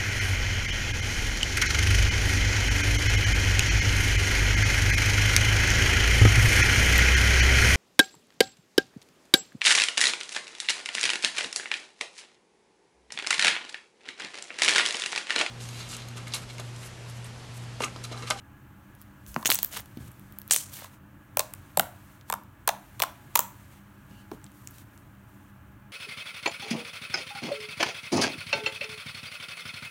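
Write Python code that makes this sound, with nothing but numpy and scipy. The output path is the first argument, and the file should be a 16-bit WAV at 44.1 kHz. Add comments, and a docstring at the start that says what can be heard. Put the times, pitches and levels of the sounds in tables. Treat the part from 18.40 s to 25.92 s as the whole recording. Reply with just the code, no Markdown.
"""Fingers squeeze, poke and stretch soft slime on a table, close to one microphone in a small hard room.
Air pockets burst as torn noise; hollow pops snap and ring as short damped sines that sink in pitch.
Sticky skin peels with a fizz of random impulses, air hisses and squeaks as shaped noise,
and hands knock the table with falling sines and low rumble; machine hum and hiss, made of
filtered noise, lie under it all."""
import sys
import numpy as np
from scipy import signal
from scipy.fft import rfft, irfft
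from scipy.io import wavfile

SR = 44100
rng = np.random.default_rng(int(sys.argv[2]) if len(sys.argv) > 2 else 0)


def unload_audio(sound):
    """Save the sound as a 16-bit wav file, at the path given as the first command line argument."""
    columns = np.transpose(np.atleast_2d(sound))
    # keep every value between -1 and 1, then stretch to whole-number steps
    steps = np.round(np.clip(columns, -1, 1) * 32767)
    wavfile.write(sys.argv[1], SR, steps.astype(np.int16))


def to_linear_factor(level_db):
    """Convert decibel levels (scalar or array-like) to linear amplitude factors."""
    exponent = np.asarray(level_db, float) / 20
    return 10 ** exponent


N = 331632


def rms_one(x):
    """Energy normalisation: scale to rms 1."""
    return x / np.sqrt(np.mean(x ** 2) + 1e-20)


def peak_one(x):
    """Amplitude normalisation: scale to peak 1."""
    return x / np.abs(x).max()


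def at_hz(points, hz):
    """Logarithmic frequency scale: interpolate a (Hz, value) table along it."""
    table_hz, values = np.array(points).T
    return np.interp(np.log(hz), np.log(table_hz), values)


def band(x, low_hz, high_hz):
    """Band limiting by a Butterworth band-pass, flat between its edges."""
    edges_hz = [low_hz, min(high_hz, .45 * SR)]
    return signal.sosfilt(signal.butter(2, edges_hz, "band", fs=SR, output="sos"), x)


def coloured(x, spectrum):
    """Spectral shaping: weight a noise by frequency, then scale to rms 1."""
    hz = np.maximum(np.arange(N // 2 + 1) * SR / N, 1)
    return rms_one(irfft(rfft(x) * to_linear_factor(at_hz(spectrum, hz)), N))


def drift(rate_hz):
    """Low-passed random fluctuation: white noise through two equal poles, spread about 1."""
    step = 40  # samples between drawn values
    pole = np.exp(-2 * np.pi * rate_hz * step / SR)
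    white = rng.standard_normal(N // step + 2002)
    slow = signal.lfilter([1], [1, -2 * pole, pole * pole], white)[2000:]  # settled part
    return np.interp(np.arange(N) / step, np.arange(len(slow)), rms_one(slow))


# spectrum of the room rumble, relative: pitch_hz, density_db [dB per Hz]
RUMBLE_SPECTRUM = [(15, -60.5), (25, -4.5), (102, -1.5), (147, 0.5), (167, -18.5), (200, -0.5), (220, -11),
                   (295, -7), (390, -17.5), (700, -51), (910, -50.5), (1540, -120)]
# spectrum of the room and microphone hiss, relative: pitch_hz, density_db [dB per Hz]
HISS_SPECTRUM = [(290, -48.5), (500, -4.5), (605, -0.5), (822, -5.5), (885, -1), (1120, 1), (1680, -0.5),
                 (1870, -6.5), (3110, -13.5), (4970, -42), (10300, -32), (15100, -15.5), (16500, -24.5)]
# wavering hum and whine: pitch_hz, width_hz, level_db [rms]
HUM_TONES = [(96.2, 8, -61.5), (117.9, 11, -63.5), (197.3, 8, -61.5), (296.9, 14, -69), (838, 16, -73.5),
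             (1670, 14, -73.5), (14960, 27, -87), (15060, 25, -91)]
RUMBLE_DB, HISS_DB = -54.5, -62  # rms


def background():
    """Stationary noise: broad rumble and hiss, with narrow bands heard as wavering tones."""
    rumble_level = to_linear_factor(RUMBLE_DB + drift(4))
    out = rumble_level * coloured(rng.standard_normal(N), RUMBLE_SPECTRUM)
    out += to_linear_factor(HISS_DB) * coloured(rng.standard_normal(N), HISS_SPECTRUM)
    for hz, width_hz, level_db in HUM_TONES:
        tone = band(rng.standard_normal(N + SR), hz - width_hz / 2, hz + width_hz / 2)
        out += to_linear_factor(level_db) * rms_one(tone[SR:])  # the filter has settled after 1 s
    return out


# level of the faint treble hiss, rising and falling in steps: time_s, level_db
FAINT_HISS = [(0, -76), (.5, -72), (.8, -71.5), (1.3, -65.5), (1.55, -66.5), (2.05, -69), (2.25, -61.5),
              (2.55, -65), (2.59, -76.5), (2.92, -73), (3.08, -64.5), (3.3, -66.5), (3.75, -66.5),
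              (3.85, -74), (4.0, -74.5), (4.24, -73.5), (4.4, -65.5), (4.9, -66.5), (5.12, -65),
              (5.38, -65.5), (5.42, -71.5), (6.3, -69), (6.7, -72.5), (7.52, -75.5)]
# tint of the faint hiss: pitch_hz, gain_db
FAINT_HISS_TINT = [(1060, 1.5), (3700, -7), (7400, -3.5), (12600, -1.5)]
# air hissing out of the squeezed lump, sudden and dying away:
# start_s, level_db, centre_hz, fade_db_per_s
JETS = [(1.06, -24, 12570, 901), (1.109, -30, 7010, 160.), (2.114, -26, 7500, 163)]
# sticky skin parting from slime: start_s, length_s, level_db [at 4 kHz], brightness_db_per_octave
PEELS = [(.600, 0.023, -71, 0), (.880, 0.15, -65, 6), (1.330, .035, -48, -0.3), (1.361, 0.029, -46, -0.8),
         (1.600, 0.082, -65, 0.5), (2.328, 0.061, -53, 3), (2.388, 0.069, -55, 0), (5.932, .015, -64.5, 1),
         (3.888, 0.011, -63, 1), (4.952, 0.011, -59.5, 0.6), (5.700, .12, -72, -0.6),
         (6.340, 0.079, -65.5, 1.6), (6.150, .17, -75, 5), (6.537, .065, -79.5, 5),
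         (6.881, .22, -78.5, 2.5)]
JET_RISE_DB_PER_S, JET_SLOPE_DB_PER_OCTAVE = 3500.5, 10  # the slope falls away from the centre
PEEL_RISE_DB_PER_S, PEEL_FALL_DB_PER_S = 701.5, 603


def hissing_db(hz):
    """Incoherent addition: powers of faint hiss, air jets and peels sum to a level at one pitch."""
    t = np.arange(N) / SR
    power = to_linear_factor(2 * (np.interp(t, *np.transpose(FAINT_HISS)) + at_hz(FAINT_HISS_TINT, hz)))
    for start, level_db, centre_hz, fade in JETS:
        away_db = JET_SLOPE_DB_PER_OCTAVE * abs(np.log2(hz / centre_hz))
        edge_db = np.maximum(fade * (t - start), JET_RISE_DB_PER_S * (start - t))
        power = power + to_linear_factor(2 * (level_db - away_db - edge_db))
    for start, length, level_db, bright in PEELS:
        before_db = PEEL_RISE_DB_PER_S * (start - t)
        after_db = PEEL_FALL_DB_PER_S * (t - start - length)
        edge_db = np.maximum(0, np.maximum(before_db, after_db))
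        power = power + to_linear_factor(2 * (level_db + bright * np.log2(hz / 4000) - edge_db))
    return 10 * np.log10(power)


# limits of the adjoining peel bands: edge_hz
PEEL_EDGES = (450, 2500, 5500, 10000, 16000)
THREADS_PER_S = (990, 1800, 2900, 2490)  # per band, before clumping
SWELL_DB = 1.8  # hard peeling comes in uneven swells


def peeling():
    """Random impulse process: tiny threads snap in clumps as skin and slime part, amid faint hiss."""
    out, clumps, swells = 0, drift(110), drift(44)
    for low_hz, high_hz, per_s in zip(PEEL_EDGES, PEEL_EDGES[1:], THREADS_PER_S):
        level_db = hissing_db(np.sqrt(low_hz * high_hz))
        born = rng.random(N) < per_s * to_linear_factor(2.0 * clumps) / SR
        strength = to_linear_factor(2.8 * np.minimum(rng.exponential(1, N), 5))
        threads = born * strength * rng.choice([-1, 1], N)
        # faint hiss is smooth, hard peeling crackles
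        wet = np.clip((level_db + 72.5) / 15, 0, 1)
        smooth = np.sqrt(1 - 0.97 * wet ** 2) * rng.standard_normal(N)
        mixed = wet * rms_one(threads) + smooth
        moving_db = level_db + 0.86 * drift(30) + SWELL_DB * wet * swells
        out = out + to_linear_factor(moving_db) * rms_one(band(mixed, low_hz, high_hz))
    return out


def tearing(draw, tear_ms):
    """Film rupture: noise swells for 2 ms, then snaps, and the film gives way in uneven jerks."""
    t = np.arange(draw.shape[1]) / SR - .002
    lead_in = .17 * np.exp(t / .0012)
    snap = np.exp(-np.abs(t) / .00015)
    yielding = .32 * np.exp(-np.abs(t) / (tear_ms * .0011))  # time constant 1.1 times tear_ms
    uneven = draw[0] * np.exp(.5 * draw[1])
    tear = uneven * np.where(t < 0, lead_in, snap + yielding)
    tear[88:90] += [4.6, -4.6]  # click of the snap itself
    return tear


def loudness_one(x):
    """Short-time energy: scale so that the 2.5 ms round the snap have rms 1."""
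    return x / np.sqrt(np.mean(x[78:188] ** 2))


# pockets bursting in the kneading fist:
# start_s, treble_db [snap], dullness_db [2-6 kHz over the snap], centre_hz [snap],
# tear_ms [scale of the tearing time]
BURSTS = [(0.551, -55, -8, 11000, 1.1), (0.6157, -46, -11, 12700, 1.2), (0.6222, -52, -10, 14300, 1.3),
          (0.8644, -46.5, -4.5, 6300, 0.8), (0.9433, -46, 5, 12500, 1.7), (0.9631, -44.5, 9, 5460, 0.9),
          (1.05, -37.5, 9, 5330, 1.1), (1.0575, -22, 5, 6900, 3.0), (1.0605, -21.5, -14, 5630, 2.1),
          (1.0677, -23.5, -3, 7750, 2.5), (1.0759, -26, -5, 6780, 1.4), (1.0957, -35, 6, 5270, 1.9),
          (1.1026, -17.5, 1.5, 14340, 0.7), (1.1087, -17.5, -13, 14300, 0.8), (1.117, -22, 6.5, 5810, 0.9),
          (1.1245, -18.5, -15.5, 5875, 0.9), (1.1375, -27, -20.5, 5660, 1.1),
          (1.1431, -24.5, -27, 13830, 3.0), (1.1463, -18.5, -15, 13640, 1.5), (1.1551, -22, -13, 6980, 0.7),
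          (1.1888, -28.5, 0, 14410, 1.6), (1.2302, -16.5, -13.5, 14500, 1.3),
          (1.247, -19, -14.5, 14740, 0.6), (1.4048, -39, -18, 14240, 2.1), (1.4584, -52, -3.5, 13600, 2.2),
          (1.5722, -47.5, 0, 5500, 4.4), (1.6795, -56, -12, 10500, 3.0), (1.7165, -51.5, -12, 11000, 3.0),
          (1.7959, -50.5, -12.5, 13700, 0.9), (1.924, -46.5, -12.5, 14700, 0.8),
          (1.9867, -33, -16.5, 13400, 0.9), (2.0168, -41.5, -9, 14100, 0.6),
          (2.0781, -40.5, -15.5, 12900, 1.1), (2.0866, -50, -2.5, 5430, 2.3),
          (2.0983, -50.5, 5.5, 5500, 2.8), (2.1099, -13.5, -4.5, 7500, 2.8), (2.123, -16.5, -20, 7500, 1.2),
          (2.1268, -24, -6.5, 7400, 1.1), (2.1358, -21.5, -7.5, 14300, 0.9),
          (2.1446, -22.5, -5, 14420, 1.7), (2.1623, -17.5, -6.5, 7700, 0.7), (4.036, -56.5, -8, 12100, .9),
          (5.711, -64, 4, 7000, 1.9), (6.0165, -68, 4, 7000, 0.8), (6.0425, -45, -9.5, 7600, 0.8),
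          (6.0647, -57, 5, 6540, 1.9), (6.118, -57, -6, 9000, 0.8), (6.2737, -35.5, -10.5, 6600, 1.1),
          (6.3096, -48, -18, 13600, 2.8), (6.3836, -51, -1, 11700, 2.3), (6.577, -57, -1, 9100, 0.8)]
BODY_DB = -11.5  # the lump's thud under the 2-6 kHz snap


def bursts():
    """Non-resonant rupture: small pockets snap without ringing; size sets where treble gathers."""
    out = np.zeros(N + 1500)
    draws = rng.standard_normal((len(BURSTS), 2, 1500))
    for (start, treble_db, dull_db, hz, tear_ms), draw in zip(BURSTS, draws):
        tear = tearing(draw, tear_ms)
        treble = band(band(tear, .78 * hz, 1.25 * hz) + .3 * tear, 5500, 17000)
        middle = band(band(tear, 2300, 6500), 1800, 7500)
        body = band(band(tear, 450, 1800), 350, 2200)
        dull = loudness_one(middle) + to_linear_factor(BODY_DB) * loudness_one(body)
        i = round(start * SR) - 88  # the lead-in comes first
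        out[i:i + 1500] += to_linear_factor(treble_db) * (loudness_one(treble) + to_linear_factor(dull_db) * dull)
    return out[:N]


# hands knocking the table:
# start_s, slap_db [peak], ring_hz [table], rumble_db [peak], rumble_t60_s
KNOCKS = [(0.875, -53, 60, -42, 0.3), (.9628, -14, 260, -22.5, 0.067), (1.054, -33.5, 282, -46, 0.02),
          (1.0925, -29, 290.6, -44, .06), (1.38, -41, 98, -40, 0.22), (1.5714, -29.5, 228, -38.5, 0.29),
          (1.605, -37, 110.1, -38, 0.61), (3.375, -34, 250, -33, 0.11), (3.4, -38.5, 230, -31.5, 0.11),
          (5.711, -46, 232, -50, 0.11), (5.9164, -34.5, 340, -33, 0.13)]
SLAP_DROP_HZ = 41000  # pitch drop per unit of slap energy: only hard slaps start high


def knocks():
    """Impact and damped response: a slap drops in pitch as flesh spreads, then the table rumbles."""
    out, t = np.zeros(N + 20000), np.arange(20000) / SR
    noises = rng.standard_normal((len(KNOCKS), 20000))
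    for (start, slap_db, hz, rumble_db, t60), noise in zip(KNOCKS, noises):
        falling_hz = hz + SLAP_DROP_HZ * to_linear_factor(2 * slap_db) * np.exp(-t / 0.0012)
        turns = np.cumsum(falling_hz) / SR
        push = np.sin(2 * np.pi * turns) * (1 - np.exp(-t / 0.001)) * np.exp(-turns / .8)
        rumble = band(noise * to_linear_factor(-60 * t / t60), .5 * hz, 1.2 * hz)
        i = round(start * SR)
        out[i:i + 20000] += to_linear_factor(slap_db) * peak_one(push) + to_linear_factor(rumble_db) * peak_one(rumble)
    return out[:N]


# hollow ringing pops, finger holes opening and wet plops of the kneaded lump:
# start_s, treble_db [snap], dullness_db [2-6 kHz over the snap],
# ring_db [hollow ring, peak; played 1 dB lower], ring_hz [pitch it sinks to]
POPS = [(1.0279, -51, 6.5, -31.5, 1000), (1.0909, -32.5, -9.5, -23, 690), (2.421, -52, -2, -36.5, 564),
        (2.4448, -46, -2, -36.5, 990), (2.9715, -16, -7.5, -14.5, 567), (2.9895, -69, -21, -40.5, 860),
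        (2.9941, -16.5, -2, -16.5, 602), (2.9965, -25.5, -5, -38, 1010), (3.003, -37, 7.5, -24.5, 924),
        (3.0069, -32.5, -8.5, -33.5, 993), (3.1375, -33.5, -8.5, -40.5, 1120),
        (3.3734, -15.5, -8.5, -11, 572), (3.3967, -14, -5, -14, 1295), (3.3956, -17, -8, -11, 697),
        (3.8117, -65.5, 12, -62, 1570), (3.9001, -27, -6.5, -19.5, 900), (3.9253, -26.5, -3.5, -16.5, 990),
        (3.939, -30, -7.5, -18.5, 943), (4.2763, -19.5, -8.5, -22.5, 1040),
        (4.2775, -19, -4.5, -14.5, 1026), (4.281, -39.5, 6.5, -25, 849), (4.2902, -25.5, 4.5, -15.5, 770),
        (4.2928, -32, 1.5, -13.5, 694), (4.596, -38.5, -2.5, -41, 1750), (4.601, -27.5, 0.5, -22, 946),
        (4.6207, -23, 6, -26, 790), (4.6231, -19, -15, -18.5, 670), (4.6254, -27.5, 0, -40.5, 856),
        (4.6275, -26, -7.5, -23.5, 910), (4.6362, -29.5, -1.5, -17.5, 1047), (4.9551, -14, -8, -14, 823),
        (4.9576, -11, -3, -12, 945), (4.9749, -25, -3.5, -25, 1160), (4.9923, -7.5, -18, -12, 907),
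        (5.9156, -52.5, 5.5, -32, 810)]
RING_S = .0024  # decay time constant: the wet walls damp every pop alike
# scale of a dull, thick film's tearing time; e times quicker per so much less dullness
THICK_TEAR_MS, THINNING_DB = 1.9, 15


def pops():
    """Damped cavity resonance: finger holes and wet plops snap, then ring hollow, sinking in pitch."""
    out, t = np.zeros(N + 1600), np.arange(1500) / SR
    draws = rng.standard_normal((len(POPS), 4, 1500))
    for (start, treble_db, dull_db, ring_db, hz), draw in zip(POPS, draws):
        tear = tearing(draw, THICK_TEAR_MS * np.exp(min(dull_db, 3) / THINNING_DB))
        middle = band(band(tear, 1800, 6000), 1500, 7000)
        treble = band(tear, 5500, 17000)
        snap = to_linear_factor(dull_db) * loudness_one(middle) + loudness_one(treble)

        turns = np.cumsum(hz * (1 + 0.8 * np.exp(-t / 0.00079))) / SR
        swell = (1 - np.exp(-t / 0.0014)) * np.exp(-t / RING_S)
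        overtone = 0.61 * np.sin(2 * np.pi * 1.2 * turns + draw[3, 0])
        ring = (np.sin(2 * np.pi * turns) + overtone) * swell
        # the collapsing walls blur the ring
        wobble = band(draw[2] * swell * np.exp(-t / 0.003), 500, 1300)
        ring = peak_one(ring) + .8 * peak_one(wobble)
        ring = band(band(ring, 400, 5500), 150, 6800)  # so small an opening radiates little bass

        i = round(start * SR)
        out[i - 88:i + 1412] += to_linear_factor(treble_db) * snap
        out[i:i + 1500] += to_linear_factor(ring_db - 1.0) * peak_one(ring)
    return out[:N]


# breathy squeaks, air through a slit or skin on the table:
# start_s, end_s, first_hz, last_hz, width_hz, level_db [rms before the fades]
SQUEAKS = [(1.068, 1.080, 6400, 7100, 500, -26), (1.330, 1.368, 2950, 2850, 300, -52),
           (5.68, 5.86, 2790, 2920, 300, -66.5), (5.72, 5.85, 4400, 4500, 500, -73)]


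def squeaks():
    """Quadrature modulation: narrow noise shifted up to a gliding pitch, fading in and out."""
    out = np.zeros(N)
    noises = rng.standard_normal((len(SQUEAKS), 2, SR // 2))
    for (start, end, first_hz, last_hz, width_hz, level_db), noise in zip(SQUEAKS, noises):
        i, n = round(start * SR), round((end - start) * SR)
        low_pass = signal.butter(2, width_hz / 2, fs=SR, output="sos")
        slow = signal.sosfilt(low_pass, noise)[:, 2000:2000 + n]
        phase = 2 * np.pi * np.cumsum(np.linspace(first_hz, last_hz, n)) / SR
        breath = rms_one(slow[0] * np.cos(phase) + slow[1] * np.sin(phase))
        out[i:i + n] += to_linear_factor(level_db) * breath * np.hanning(n) ** .5
    return out


# reverberation time of the tail: pitch_hz, t60_s
ROOM_T60 = [(200, 0.13), (800, 0.34), (3000, 0.29), (12000, 0.31)]
# tint of the tail: pitch_hz, gain_db
ROOM_TINT = [(200, 14), (1000, 6.5), (4000, 2.5), (12000, -1)]
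TAIL_DB, WALL_DB, WALL_S = -18, -19, .013


def room(x):
    """Reflection and reverberation: one wall echo, and octave bands of noise each decaying alone."""
    t, edges = np.arange(SR // 2) / SR, 70 * 2. ** np.arange(9)
    tail = 0
    for low, high in zip(edges, edges[1:]):
        middle_hz = np.sqrt(low * high)
        decay_db = -60 * t / at_hz(ROOM_T60, middle_hz) + at_hz(ROOM_TINT, middle_hz)
        tail = tail + band(rng.standard_normal(len(t)), low, high) * to_linear_factor(decay_db)
    tail *= 1 - np.exp(-(t / 0.0052) ** 2)  # reflections build up
    tail /= np.sqrt(np.sum(tail ** 2))
    returned = band(x, 4500, 22000) + 0.22 * x  # the wall returns mostly treble
    echo = to_linear_factor(WALL_DB) * np.roll(returned, round(WALL_S * SR))
    return echo + to_linear_factor(TAIL_DB) * signal.fftconvolve(x, tail)[:N]


def scene():
    """Superposition: slime and hands in the room, over peeling and background."""
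    near = bursts() + pops() + squeaks() + knocks()
    return (near + room(near) + peeling() + background())[None]


def band_limit(x):
    """A steep low-pass at the top of the band."""
    return signal.sosfilt(signal.butter(12, 17040, fs=SR, output="sos"), x)


# microphone dips: pitch_hz, width_hz, gain_db
MIC_DIPS = [(4950, 900, -3), (10520, 370, -4)]
BASS_CUT_HZ, TOP_CUT_HZ = 42, 16800


def record(dry):
    """Linear filtering and saturation: microphone dips, rounded peaks, then top and bass cuts."""
    for hz, width_hz, gain_db in MIC_DIPS:
        peak = signal.lfilter(*signal.iirpeak(hz, hz / width_hz, SR), dry)
        dry = dry - (1 - to_linear_factor(gain_db)) * peak
    rounded = .85 * np.tanh(1.12 * dry / .85)
    top_cut = signal.cheby2(10, 35, TOP_CUT_HZ, fs=SR, output="sos")
    bass_cut = signal.butter(3, BASS_CUT_HZ, "high", fs=SR, output="sos")
    mix = signal.sosfilt(bass_cut, signal.sosfilt(top_cut, rounded))
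    return band_limit(mix)


dry = scene()
out = record(dry)
unload_audio(out)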